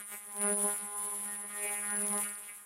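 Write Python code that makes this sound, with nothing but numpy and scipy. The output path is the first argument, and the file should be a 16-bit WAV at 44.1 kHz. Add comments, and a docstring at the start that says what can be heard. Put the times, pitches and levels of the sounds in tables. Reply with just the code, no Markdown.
"""In a steel cabinet, a pulsed laser cleans a greasy metal casting; its spot races round a small ring led slowly over the part.
The shot rate is a thin whine, a sine with side tones; laps over thick grime buzz and sharp stain edges rasp.
Edges chop the shot tone into treble fizz; uneven dirt yield adds noise, a grainy hiss and soft roar.
Flakes snap off, chips ping as decaying sines, and a side band sweeps down late on.
Short wall reflections surround the work; filtered-noise air and a mains hum lie faintly behind."""
import sys
import numpy as np
from scipy import signal
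from scipy.fft import rfft, irfft, next_fast_len
from scipy.io import wavfile
from scipy.ndimage import uniform_filter1d, map_coordinates

SR = 44100
rng = np.random.default_rng(int(sys.argv[2]) if len(sys.argv) > 2 else 0)


def materialize(psi):
    """Save the field psi as 16-bit PCM at rate SR to the path in sys.argv[1].

    A 1-D psi becomes a single channel; in a 2-D psi each row is a channel.
    """
    bounded = np.clip(np.atleast_2d(psi).T, -1, 1)
    quanta = np.round(bounded * 32767).astype(np.int16)
    wavfile.write(sys.argv[1], SR, quanta)


N = 116865
T = np.arange(N) / SR   # s

# position of the thickest grime on the ring: t/s, angle/turns
GRIME_POSITION = [(0, 0.3), (.33, 0.44), (.5, 0.59), (1.0, 0.7), (1.55, 1), (2.2, 0.79), (2.65, 1)]

# register levels before trim and flutter: t/s, level/dB
HUM_LEVEL = [(0.0, -62.5), (0.06, -74), (0.15, -59.5), (0.19, -74), (0.34, -65), (0.43, -42.5),
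             (0.52, -41.5), (0.6, -47), (0.64, -41.5), (0.8, -70), (0.83, -56), (0.94, -71.5), (1.01, -58),
             (1.12, -65.5), (1.17, -58), (1.34, -56.5), (1.41, -60.5), (1.83, -58.5), (1.96, -44.5),
             (2.21, -47), (2.36, -69), (2.65, -79)]   # deep hum at the lap rate
BUZZ_LEVEL = [(0, -64), (.08, -77.5), (.14, -58), (.19, -72), (.33, -64.5), (.43, -37.5), (.52, -37),
              (.6, -46), (.64, -36), (.72, -44.5), (.78, -64), (.96, -53), (1.15, -52.5), (1.22, -59.5),
              (1.41, -67), (1.445, -51), (1.48, -67.5), (1.65, -44.5), (1.89, -59.5), (1.97, -46.5),
              (2.19, -44), (2.21, -59), (2.31, -52.5), (2.35, -64.5), (2.65, -77)]   # low buzz
NASAL_LEVEL = [(0, -66), (.06, -76), (.14, -54.5), (.2, -69.5), (.45, -46.5), (.6, -50.5), (.69, -41.5),
               (.79, -60.5), (.97, -48.5), (1.52, -62), (1.73, -48.5), (1.81, -58), (1.93, -48.5),
               (1.99, -61.5), (2.19, -43), (2.24, -62.5), (2.65, -73.5)]   # nasal middle of the buzz
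RASP_LEVEL = [(0, -57), (.06, -62.5), (.14, -51.5), (.18, -62), (.34, -64), (.46, -46.5), (.51, -41.5),
              (.56, -67.5), (.69, -45.5), (.9, -61.5), (.98, -57), (1.22, -65), (1.29, -48.5), (1.41, -61),
              (1.56, -50), (1.84, -52), (1.9, -41), (2.08, -57), (2.18, -49.5), (2.65, -67.5)]   # rasp
BITE_LEVEL = [(0, -56.5), (.07, -68), (.15, -52), (.2, -67), (.34, -65.5), (.48, -50), (.56, -65),
              (.72, -58), (.93, -64), (1.48, -62.5), (1.64, -44.5), (2.04, -57.5), (2.29, -52), (2.35, -64),
              (2.52, -56.5), (2.65, -80)]   # bright top of the rasp
FIZZ_LEVEL = [(0.0, -50.5), (0.05, -61), (0.14, -44.5), (0.21, -59), (0.26, -55), (0.28, -58), (0.43, -48),
              (0.55, -52), (0.67, -44.5), (0.69, -44), (0.92, -55), (1.0, -49), (1.34, -50), (1.39, -57.5),
              (1.64, -46), (1.84, -50), (1.89, -49.5), (1.97, -54), (2.01, -50), (2.07, -48), (2.14, -50),
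              (2.22, -44.5), (2.35, -56), (2.42, -51), (2.55, -57.5), (2.65, -61)]   # treble around the whine
# level of the whine before trim: t/s, level/dB
WHINE_LEVEL = [(0, -46.5), (.22, -50.5), (.35, -44.5), (.43, -31), (.6, -33.5), (.64, -30), (.8, -40.5),
               (.91, -44), (.99, -37), (1.42, -41.5), (1.51, -46), (1.62, -37.5), (1.84, -38),
               (1.97, -33.5), (2.19, -34), (2.44, -50.5), (2.51, -47.5), (2.65, -62.5)]

# spectral shape of each layer, relative: f/Hz, gain/dB
HUM_COLOUR = [(90, -28), (205, 0), (290, -9), (410, -40)]
BUZZ_COLOUR = [(205, -40), (330, -5), (410, 0), (616, -5), (822, -35), (1500, -60)]
NASAL_COLOUR = [(480, -60), (800, 0), (1050, 0), (1450, -60)]
RASP_COLOUR = [(900, -55), (1200, 2), (1440, 0), (1645, -1.5), (1850, -1.5), (2200, -55)]
BITE_COLOUR = [(1700, -50), (2055, 7), (2400, 3), (2850, 0.5), (3300, -45), (5000, -41)]
EDGE_COLOUR = [(2200, -41), (3050, 3), (3450, 1.5), (4300, -5), (5500, -8), (7000, -18.5), (9000, -54)]
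FIZZ_COLOUR = [(4000, -32), (5500, -18), (6800, -12), (7600, -5), (8600, -1), (9150, 0), (9600, -12),
               (10500, -12), (11050, 3), (12000, -1), (13200, -6), (14500, -12), (16000, -15)]
SIZZLE_COLOUR = [(40, -17), (300, -5.5), (1200, 0.5), (2500, -4), (4500, -12.5), (6800, -12), (9000, -10.5),
                 (10300, 2.5), (12000, -9), (15500, -34)]
ROAR_COLOUR = [(30, -32), (150, -9), (400, -2), (1100, 0), (2500, -6), (4500, -17), (9000, -25)]
AIR_COLOUR = [(25, -76), (100, -8), (300, 7), (600, -17), (1050, 18.5), (2500, 8.5), (5000, -2.5),
              (10000, 2), (16000, -20)]

# whine band, and a gap where two patches of grime cancel: t/s, centre/Hz, half width/Hz, gap/Hz
WHINE_BAND = [(0, 9520, 810, 9350), (.3, 10020, 470, 10460), (.55, 9940, 490, 10200),
              (.72, 10230, 490, 10300), (.87, 9840, 463, 9670), (1.12, 10210, 404, 9840),
              (1.3, 10000, 646, 9400), (1.52, 10200, 750, 9750), (1.65, 9960, 687, 10060),
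              (1.82, 10050, 650, 10000), (1.94, 9920, 450, 8750), (2.04, 10080, 476, 10200),
              (2.15, 10130, 635, 9660), (2.3, 9800, 550, 9900), (2.65, 10140, 600, 10150)]
# overtones of the buzz that swell and fade: middle t/s, half length/s, multiple of the lap rate
OVERTONE_SWELLS = [(0.782, 0.16, 7), (1.014, .2, 2), (1.096, 0.14, 5), (1.27, 0.11, 9), (1.612, 0.22, 9),
                   (1.707, 0.065, 4), (1.91, 0.022, 7), (2.275, 0.032, 14)]
# flakes cracking off, level before trim: t/s, level/dB
FLAKE_EVENTS = [(.3245, -37), (.3661, -33), (.4155, -28), (.528, -36), (.576, -39), (.592, -36),
                (1.906, -34), (1.9553, -32), (1.9695, -32), (2.0187, -33), (2.0672, -30), (2.0825, -30),
                (2.1307, -27), (2.1795, -26), (2.243, -37)]
# small chips pinging off the metal, initial amplitude: t/s, level/dB
PING_EVENTS = [(2.242, -39.5), (2.2908, -41), (2.3545, -48)]
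# side band falling as the spot slides off an edge: t/s, f/Hz, level/dB
SIDE_BAND_SWEEP = [(2.25, 9350, -70), (2.28, 8800, -44), (2.305, 8050, -47.5), (2.33, 7060, -69)]

SHOT_HZ, LAP_HZ = 9998.2, 205.5
RING_RADIUS_MM, TRAVEL_MM_PER_S = 8, 22
STAIN_SCALE_MM, EDGE_SHARPNESS = 17, 7.5
GRIME_WIDTH_TURNS, FAR_SIDE_WIDTH_TURNS = 0.045, 0.035
FAR_SIDE_SHARE, BARE_SHARE, STAIN_SHARE = 0.59, 0.01, 0.23   # re grime yield
DOPPLER_RAD, DOPPLER_WANDER_RAD = 1.387, 0.1
MIC_TURNS = 0.89   # microphone direction on the ring
ECHO_S, ECHO_WANDER_S, ECHO_GAIN = 0.0007, 0.000061, 0.083   # first reflection off the part

# level trims
HUM_DB, BUZZ_DB, NASAL_DB, RASP_DB, BITE_DB, EDGE_DB = -1.5, 0, -.4, 0, -.6, -14.5
WHINE_DB, FIZZ_DB, SIZZLE_DB, ROAR_DB, FLAKE_DB = -1, 1.5, -10, -15, 1.5
AIR_DB, CABINET_DB = -67.5, -14
SWELL_DB = 8
GAP_WIDTH_HZ, GAP_DB = 110, -11
FLAKE_DECAY_S, FLAKE_HIGHPASS_HZ = .0008, 1600
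PING_HZ, PING_DECAY_S = 4600, 0.00098
CABINET_T60_S = .075
MAINS_HZ, MAINS_DB = 100, -85
CUTOFF_HZ = 15850


def from_db(db):
    """Decibels to gain."""
    return 10 ** (np.asarray(db) / 20)


def in_time(rows):
    """Interpolate a two-column curve at every sample."""
    return np.interp(T, *np.transpose(rows))


def even(x):
    """Hold the rms over four laps near 1."""
    power = uniform_filter1d(x * x, size=int(4 * SR / LAP_HZ))
    return x / np.sqrt(power + 1e-14)


def colour(x, points):
    """Filter by a gain curve, linear in dB over log frequency."""
    hz, db = np.transpose(points)
    size = next_fast_len(N + 4096)
    f_hz = np.maximum(np.arange(size // 2 + 1) * SR / size, 1)
    gain = from_db(np.interp(np.log(f_hz), np.log(hz), db))
    return irfft(rfft(x, size) * gain, size)[:N]


def drift(rate_hz):
    """Smooth random curve of spread about 1, changing about rate_hz times a second."""
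    return map_coordinates(rng.standard_normal(2048), [T * rate_hz + 2], order=2, mode="wrap")


def lobe(turns, width_turns):
    """A bell-shaped bump once a lap."""
    offset = (turns + .5) % 1 - .5
    return np.exp(-.5 * (offset / width_turns) ** 2)


def stains(count=14):
    """Dirt (0-1) under the circling spot: random plane waves clipped into sharp-edged stains."""
    spot_mm = RING_RADIUS_MM * np.exp(2j * np.pi * LAP_HZ * T) + TRAVEL_MM_PER_S * T
    field = np.zeros(N)
    for way, fine, start in rng.random((count, 3)):
        along_mm = (spot_mm * np.exp(2j * np.pi * way)).real
        field += np.cos(2 * np.pi * (along_mm * (.5 + fine) / STAIN_SCALE_MM + start))
    return .5 + .5 * np.tanh(EDGE_SHARPNESS * field / np.sqrt(count / 2))


def partials(x, pitches_hz, evenness, size=1290):
    """Split a once-a-lap sound into lines and pull their strengths towards one another."""
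    window = np.hanning(size)
    for hz in pitches_hz:
        kernel = window * np.exp(2j * np.pi * hz * T[:size])
        centring = np.exp(-1j * np.pi * hz * (size - 1) / SR)
        line = signal.oaconvolve(x, kernel, "same") * centring
        yield line.real / (np.abs(line) + 1e-9) ** np.clip(evenness, 0, 1)


def swell(k):
    """Gain of the k-th overtone, raised by its flat-topped swells."""
    return from_db(sum(SWELL_DB * np.exp(-((T - s) / half_s) ** 4)
                       for s, half_s, multiple in OVERTONE_SWELLS if multiple == k))


def overtones(flow, multiples, evenness):
    """Clean lines at multiples of the lap rate, each with its swells."""
    lines = partials(flow, LAP_HZ * multiples, evenness, size=2150)
    return sum(swell(k) * line for k, line in zip(multiples, lines))


def voiced(flow, level_db, points, rough, flutter_db=2.5):
    """One register of the vapour flow: coloured, rough in strength and fluttering in level."""
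    rough_flow = flow * (1 + rough * drift(500))
    level = from_db(level_db + flutter_db * drift(39.73))
    return level * even(colour(rough_flow, points))


def buzz(passes, edges, low_edge_share=0.55, high_edge_share=1.0, count=36):
    """Lap puffs off the grime give the low registers; flow jumps at stain edges the rasp and its top."""
    multiples = np.arange(1, count)
    puffs = overtones(passes + low_edge_share * edges, multiples[:5], evenness=.9)
    jumps = overtones(passes + high_edge_share * edges, multiples[5:], evenness=.45)
    return (voiced(puffs, HUM_DB + in_time(HUM_LEVEL), HUM_COLOUR, rough=0.13)
            + voiced(puffs, BUZZ_DB + in_time(BUZZ_LEVEL), BUZZ_COLOUR, rough=0.056)
            + voiced(puffs, NASAL_DB + in_time(NASAL_LEVEL), NASAL_COLOUR, rough=0.11)
            + voiced(jumps, RASP_DB + in_time(RASP_LEVEL), RASP_COLOUR, rough=0.07)
            + voiced(jumps, BITE_DB + in_time(BITE_LEVEL), BITE_COLOUR, rough=0.092)
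            + voiced(jumps, EDGE_DB + in_time(FIZZ_LEVEL), EDGE_COLOUR, rough=0.083))


def band(hz, centre_hz, width_hz):
    """Gain of a resonance with steep skirts."""
    return 1 / (1 + ((hz - centre_hz) / width_hz) ** 4)


def whine(shots, burn, rough=0.071, count=6):
    """The shot rate with side tones a lap rate apart, in a band that shifts and widens with the grime."""
    at_s, *curves = np.transpose(WHINE_BAND)
    centre_hz, width_hz, gap_hz = (np.interp(T, at_s, curve) for curve in curves)
    pitches_hz = SHOT_HZ + LAP_HZ * np.arange(-count, count + 1)
    tone = np.zeros(N)
    for hz, line in zip(pitches_hz, partials(shots * burn, pitches_hz, evenness=0.84)):
        gap = from_db(GAP_DB * np.exp(-((hz - gap_hz) / GAP_WIDTH_HZ) ** 2))
        tone += line * band(hz, centre_hz, width_hz) * gap
    return from_db(WHINE_DB + in_time(WHINE_LEVEL)) * even(tone * (1 + rough * drift(500)))


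def glance(x):
    """Add a reflection off the part; its changing path makes the emphasis wander."""
    delay_s = ECHO_S + ECHO_WANDER_S * drift(11)
    return x + ECHO_GAIN * np.interp(T - delay_s, T, x)


def fizz(shots, passes, edges, grime_share=0.43, rough=0.11):
    """Stain edges and grime passes chop the shot tone into a wide comb of side tones."""
    chopped = shots * glance(edges + grime_share * passes)
    return voiced(chopped, FIZZ_DB + in_time(FIZZ_LEVEL), FIZZ_COLOUR, rough)


def sizzle(burn, grain_db=-0.5, hum_share=0.033):
    """Uneven yield from shot to shot as noise: a grainy hiss, and a soft roar where thick grime burns."""
    grains = rng.standard_normal(N) * burn * from_db(grain_db * drift(900))
    hum_level_db = in_time(HUM_LEVEL)
    hiss_level_db = hum_share * hum_level_db + (1 - hum_share) * in_time(FIZZ_LEVEL)
    hiss = from_db(SIZZLE_DB + hiss_level_db) * even(colour(grains, SIZZLE_COLOUR))
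    roar = from_db(ROAR_DB + hum_level_db) * even(colour(grains, ROAR_COLOUR))
    return hiss + roar


def background():
    """Faint extraction air as coloured noise, and mains hum as a sine."""
    air = from_db(AIR_DB) * even(colour(rng.standard_normal(N), AIR_COLOUR))
    mains = from_db(MAINS_DB) * np.sqrt(2) * np.sin(2 * np.pi * MAINS_HZ * T)
    return air + mains


def cabinet(x):
    """Dense short reflections from the steel walls: decaying noise of unit energy."""
    t = T[:SR // 4]
    tail = rng.standard_normal(len(t)) * from_db(-60 * t / CABINET_T60_S) * (t > .002)
    return signal.fftconvolve(x, tail / np.sqrt(np.sum(tail ** 2)))[:N]


def flakes(snap=1.92, debris=0.29):
    """Each flake is a one-sample snap and a short decaying noise spray of debris, high-passed."""
    out, spray = np.zeros(N), rng.standard_normal(N)
    for s, db in FLAKE_EVENTS:
        i = int(s * SR)
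        crack = debris * spray[i:] * np.exp(-T[:N - i] / FLAKE_DECAY_S)
        crack[0] = snap
        out[i:] += from_db(db + FLAKE_DB) * crack
    highpass = signal.butter(1, FLAKE_HIGHPASS_HZ, "high", fs=SR, output="sos")
    return signal.sosfilt(highpass, out + 1e-18)


def pings():
    """Each chip rings for a few milliseconds as a decaying sine."""
    out = np.zeros(N)
    for s, db in PING_EVENTS:
        t = T[:N - int(s * SR)]
        out[-len(t):] += from_db(db) * np.sin(2 * np.pi * PING_HZ * t) * np.exp(-t / PING_DECAY_S)
    return out


def sweep(turns, width_hz=520, count=17):
    """A narrow group of the shot tone and its lower side tones, falling in pitch."""
    s, centre_hz, db = np.transpose(SIDE_BAND_SWEEP)
    on = (T > s[0]) & (T < s[-1])
    t, out = T[on], np.zeros(N)
    centre_now_hz = np.interp(t, s, centre_hz)
    tone = np.zeros(len(t))
    for k in range(count):
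        gain = band(SHOT_HZ - k * LAP_HZ, centre_now_hz, width_hz)
        tone += gain * np.cos(2 * np.pi * (SHOT_HZ * t - k * turns[on]))
    out[on] = from_db(np.interp(t, s, db)) * tone / tone.std()
    return out


def scene():
    """The spot circles over grime and stains; its distance swings once a lap and bends the shot tone."""
    turns = LAP_HZ * T - in_time(GRIME_POSITION)
    dirt = stains()
    edges = even(np.gradient(dirt))
    passes = even(lobe(turns, width_turns=.007))
    burn = (BARE_SHARE + STAIN_SHARE * dirt + lobe(turns, GRIME_WIDTH_TURNS)
            + FAR_SIDE_SHARE * lobe(turns + .5, FAR_SIDE_WIDTH_TURNS))
    swing_rad = DOPPLER_RAD + DOPPLER_WANDER_RAD * drift(4.48)
    swing = swing_rad * np.sin(2 * np.pi * (LAP_HZ * T + MIC_TURNS))
    shots = np.sin(2 * np.pi * SHOT_HZ * T + swing)
    work = buzz(passes, edges) + whine(shots, burn) + fizz(shots, passes, edges) + sizzle(burn)
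    work += flakes() + pings() + sweep(turns)
    return (work + from_db(CABINET_DB) * cabinet(work) + background())[None]


def record(dry):
    """Cut the top steeply with an elliptic low-pass."""
    lowpass = signal.ellip(12, .1, 90, CUTOFF_HZ, fs=SR, output="sos")
    return signal.sosfilt(lowpass, dry)


dry = scene()
out = record(dry)
materialize(out)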